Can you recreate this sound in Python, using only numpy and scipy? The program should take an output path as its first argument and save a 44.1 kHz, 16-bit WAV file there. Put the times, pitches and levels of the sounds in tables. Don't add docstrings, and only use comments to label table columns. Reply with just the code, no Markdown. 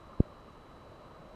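import sys
import numpy as np
from scipy import signal
from scipy.io import wavfile
from scipy.ndimage import uniform_filter1d

SR = 44100
rng = np.random.default_rng(int(sys.argv[2]) if len(sys.argv) > 2 else 0)


def generate_wav(sig):
    pcm = np.round(np.clip(np.atleast_2d(sig).T, -1, 1) * 32767).astype(np.int16)
    wavfile.write(sys.argv[1], SR, pcm)


def gain_from_db(level_db):
    decades = np.asarray(level_db, float) / 20
    return 10 ** decades


N = 59535

# t/s, gust level/dB, strength of the air crossing the middle cavity/dB
WIND_COURSE = [
    (0.0, -52, -59),
    (0.112, -52, -55),
    (0.338, -52.5, -64.5),
    (0.566, -52.5, -63),
    (1.35, -51.5, -55),
]


def level(x, db):
    return x * gain_from_db(db) / np.sqrt(np.mean(x ** 2))


def band(hz, width_hz):
    lead_in = 4096
    b, a = signal.iirpeak(hz, hz / width_hz, fs=SR)
    noise = rng.standard_normal(N + lead_in)
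    once = signal.lfilter(b, a, noise)
    twice = signal.lfilter(b, a, once)
    return level(twice[lead_in:], 0)


def walk(rate_hz):
    hold = int(SR / rate_hz)
    steps = np.repeat(rng.standard_normal(N // hold + 1), hold)
    slewed = uniform_filter1d(uniform_filter1d(steps, hold), hold)
    return 1.06 * slewed[:N]


def wind_course(t, column):
    course = np.array(WIND_COURSE)
    return np.interp(t, course[:, 0], course[:, column] - course[:, column].mean())


def port_rumble(t):
    # f/Hz, level/dB per Hz
    air = np.array([(12, -29), (20, 4.5), (580, -3), (925, -7.5), (1060, -8.5), (3640, -30), (4060, -26.5),
                    (4910, -33), (13900, -44)])
    swell_db, flicker_db, gusty_below_hz = 0.66, 0.2, 1300
    gust = wind_course(t, 1)
    out = 0
    for hz in 20 * 2 ** (np.arange(30) / 3):
        gust_share = 1 / (1 + (hz / gusty_below_hz) ** 2)
        db = np.interp(np.log(hz), np.log(air[:, 0]), air[:, 1]) + 10 * np.log10(hz)
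        movement = gust + swell_db * walk(2) + flicker_db * walk(13.96)
        out = out + band(hz, hz / 2.46) * gain_from_db(db + gust_share * movement)
    return level(out, -53.5)


def singing_cavities(t):
    # f/Hz, width/Hz, level/dB, flicker/dB
    cavities = [
        (598, 153, -66, -0.7),
        (1049, 157, -64, 1.6),
        (1230, 180, -65.5, 2.1),
        (2924, 560, -77, -0.2),
        (4160, 390, -84.5, 1.7),
    ]
    gust = wind_course(t, 1)
    crossing = 1.2 * wind_course(t, 2)
    out = 0
    for k, (hz, width_hz, db, flicker_db) in enumerate(cavities):
        drive = gust if k else crossing
        out = out + band(hz, width_hz) * gain_from_db(db + drive + flicker_db * walk(11))
    return out


def buffets(t, table, attack_s, t60_s, db):
    wobble_rad = 1.22
    out = 0
    for start_s, peak_db, hz in table:
        u = np.clip(t - start_s, 0, None)
        swell = 1 - np.exp(-(u / attack_s) ** 2)
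        shape = swell * np.exp(-np.log(1000) * u / t60_s)
        phase = 2 * np.pi * (hz * u + rng.random()) + wobble_rad * walk(hz / 5)
        out = out + gain_from_db(peak_db + db) * shape / shape.max() * np.sin(phase)
    return out


def middle_cavity_buffets(t):
    # t/s, peak level/dB, f/Hz
    strikes = [(0.089, -43, 569), (0.113, -42.5, 647), (0.148, -48.5, 554), (0.247, -41, 598),
               (0.297, -45, 574), (0.514, -58, 625), (0.855, -41, 591), (0.882, -47.5, 497),
               (0.911, -42.5, 601), (1.0, -41, 617), (1.166, -45.5, 610), (1.217, -46, 577),
               (1.244, -44.5, 592), (1.305, -44, 635)]
    return buffets(t, strikes, attack_s=.005, t60_s=.075, db=-8)


def upper_cavity_whiffs(t):
    # t/s, peak level/dB, f/Hz
    whiffs = [(0.0343, -43, 1150), (0.0917, -42, 1050), (0.1281, -41, 1231), (0.1983, -45, 1197),
              (0.2743, -46.5, 1207), (0.2956, -46, 1230), (0.3112, -44, 1107), (0.4708, -46, 1190),
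              (0.4834, -43.5, 1205), (0.5462, -46, 960), (1.0745, -46.5, 1150), (1.1024, -41.5, 1032),
              (1.1448, -46.5, 1230)]
    return buffets(t, whiffs, attack_s=.005, t60_s=.06, db=-9)


def port_puffs(t):
    # t/s, peak level/dB, f/Hz
    puffs = [(0.004, -51, 121), (0.068, -71, 147), (0.29, -51.5, 147), (0.418, -50, 127),
             (0.498, -51.5, 152.3), (0.669, -59, 124.8), (0.89, -45.5, 110), (1.049, -45.5, 130.4),
             (1.189, -45, 149), (1.234, -52, 151.3)]
    return buffets(t, puffs, attack_s=.009, t60_s=.1, db=-6)


def finger_push(t):
    push_s, push_db, rise_s, fall_s = .20371, -3.9, .0008, .00045
    lean_s, lean_db = .0067, -11.9
    spring_s, spring_share = .0011, .65
    vent_hz, vent_q = 42, .295
    flesh_hz, settled_s = 620, .021
    u = t - push_s
    back = np.clip(u, 0, 1) / spring_s
    finger_leaves = np.exp(-.5 * (u / fall_s) ** 2)
    shell_returns = (1 + back) * np.exp(-back)
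    fall = (1 - spring_share) * finger_leaves + spring_share * shell_returns
    press_rise = 1 / np.cosh(np.clip(u / rise_s, -30, 0)) ** 2
    press = np.where(u < 0, press_rise, fall)
    lean = np.where(u < 0, np.clip(1 + u / lean_s, 0, 1), fall)
    force = gain_from_db(push_db) * press + gain_from_db(lean_db) * lean
    soft = signal.lfilter(*signal.butter(2, flesh_hz, fs=SR), force)
    w = 2 * np.pi * vent_hz
    b, a = signal.bilinear([1, 0, 0], [1, w / vent_q, w * w], SR)
    return signal.lfilter(b, a, soft) * np.exp(-(u / settled_s) ** 6)


def stepping_motor(t):
    motor_hz, motor_db, octave_db = 3941, -75, -22
    step_hz, step_start, step_rest, step_depth = 59.94, .71, .6, 1
    scatter_db, reverse_chance = 0.5, .55
    step = t * step_hz + step_start
    index = step.astype(int)
    count = index[-1] + 1
    strength = gain_from_db(scatter_db * 3.5 * (rng.random(count) - .5))
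    polarity = np.cumprod(np.where(rng.random(count) < reverse_chance, -1, 1))
    pulse = step_rest + np.abs(np.sin(np.pi * step)) ** step_depth
    burst = uniform_filter1d(pulse * (strength * polarity)[index], int(0.0034 * SR))
    whine = burst * np.sin(2 * np.pi * motor_hz * t + 0.45 * walk(30))
    octave = np.cos(4 * np.pi * motor_hz * t) * (1 + np.sin(np.pi * t * 59.6))
    return level(whine, motor_db) + level(octave, motor_db + octave_db)


def scene():
    t = np.arange(N) / SR
    wind = port_rumble(t) + singing_cavities(t)
    rings = middle_cavity_buffets(t) + upper_cavity_whiffs(t)
    mono = wind + rings + port_puffs(t) + finger_push(t) + stepping_motor(t)
    return mono[None]


def low_pass(x):
    return signal.sosfilt(signal.butter(12, 14060, fs=SR, output="sos"), x)


def record(dry):
    top_cut = signal.ellip(8, .3, 50, 13900, fs=SR, output="sos")
    return low_pass(signal.sosfilt(top_cut, dry))


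dry = scene()
out = record(dry)
generate_wav(out)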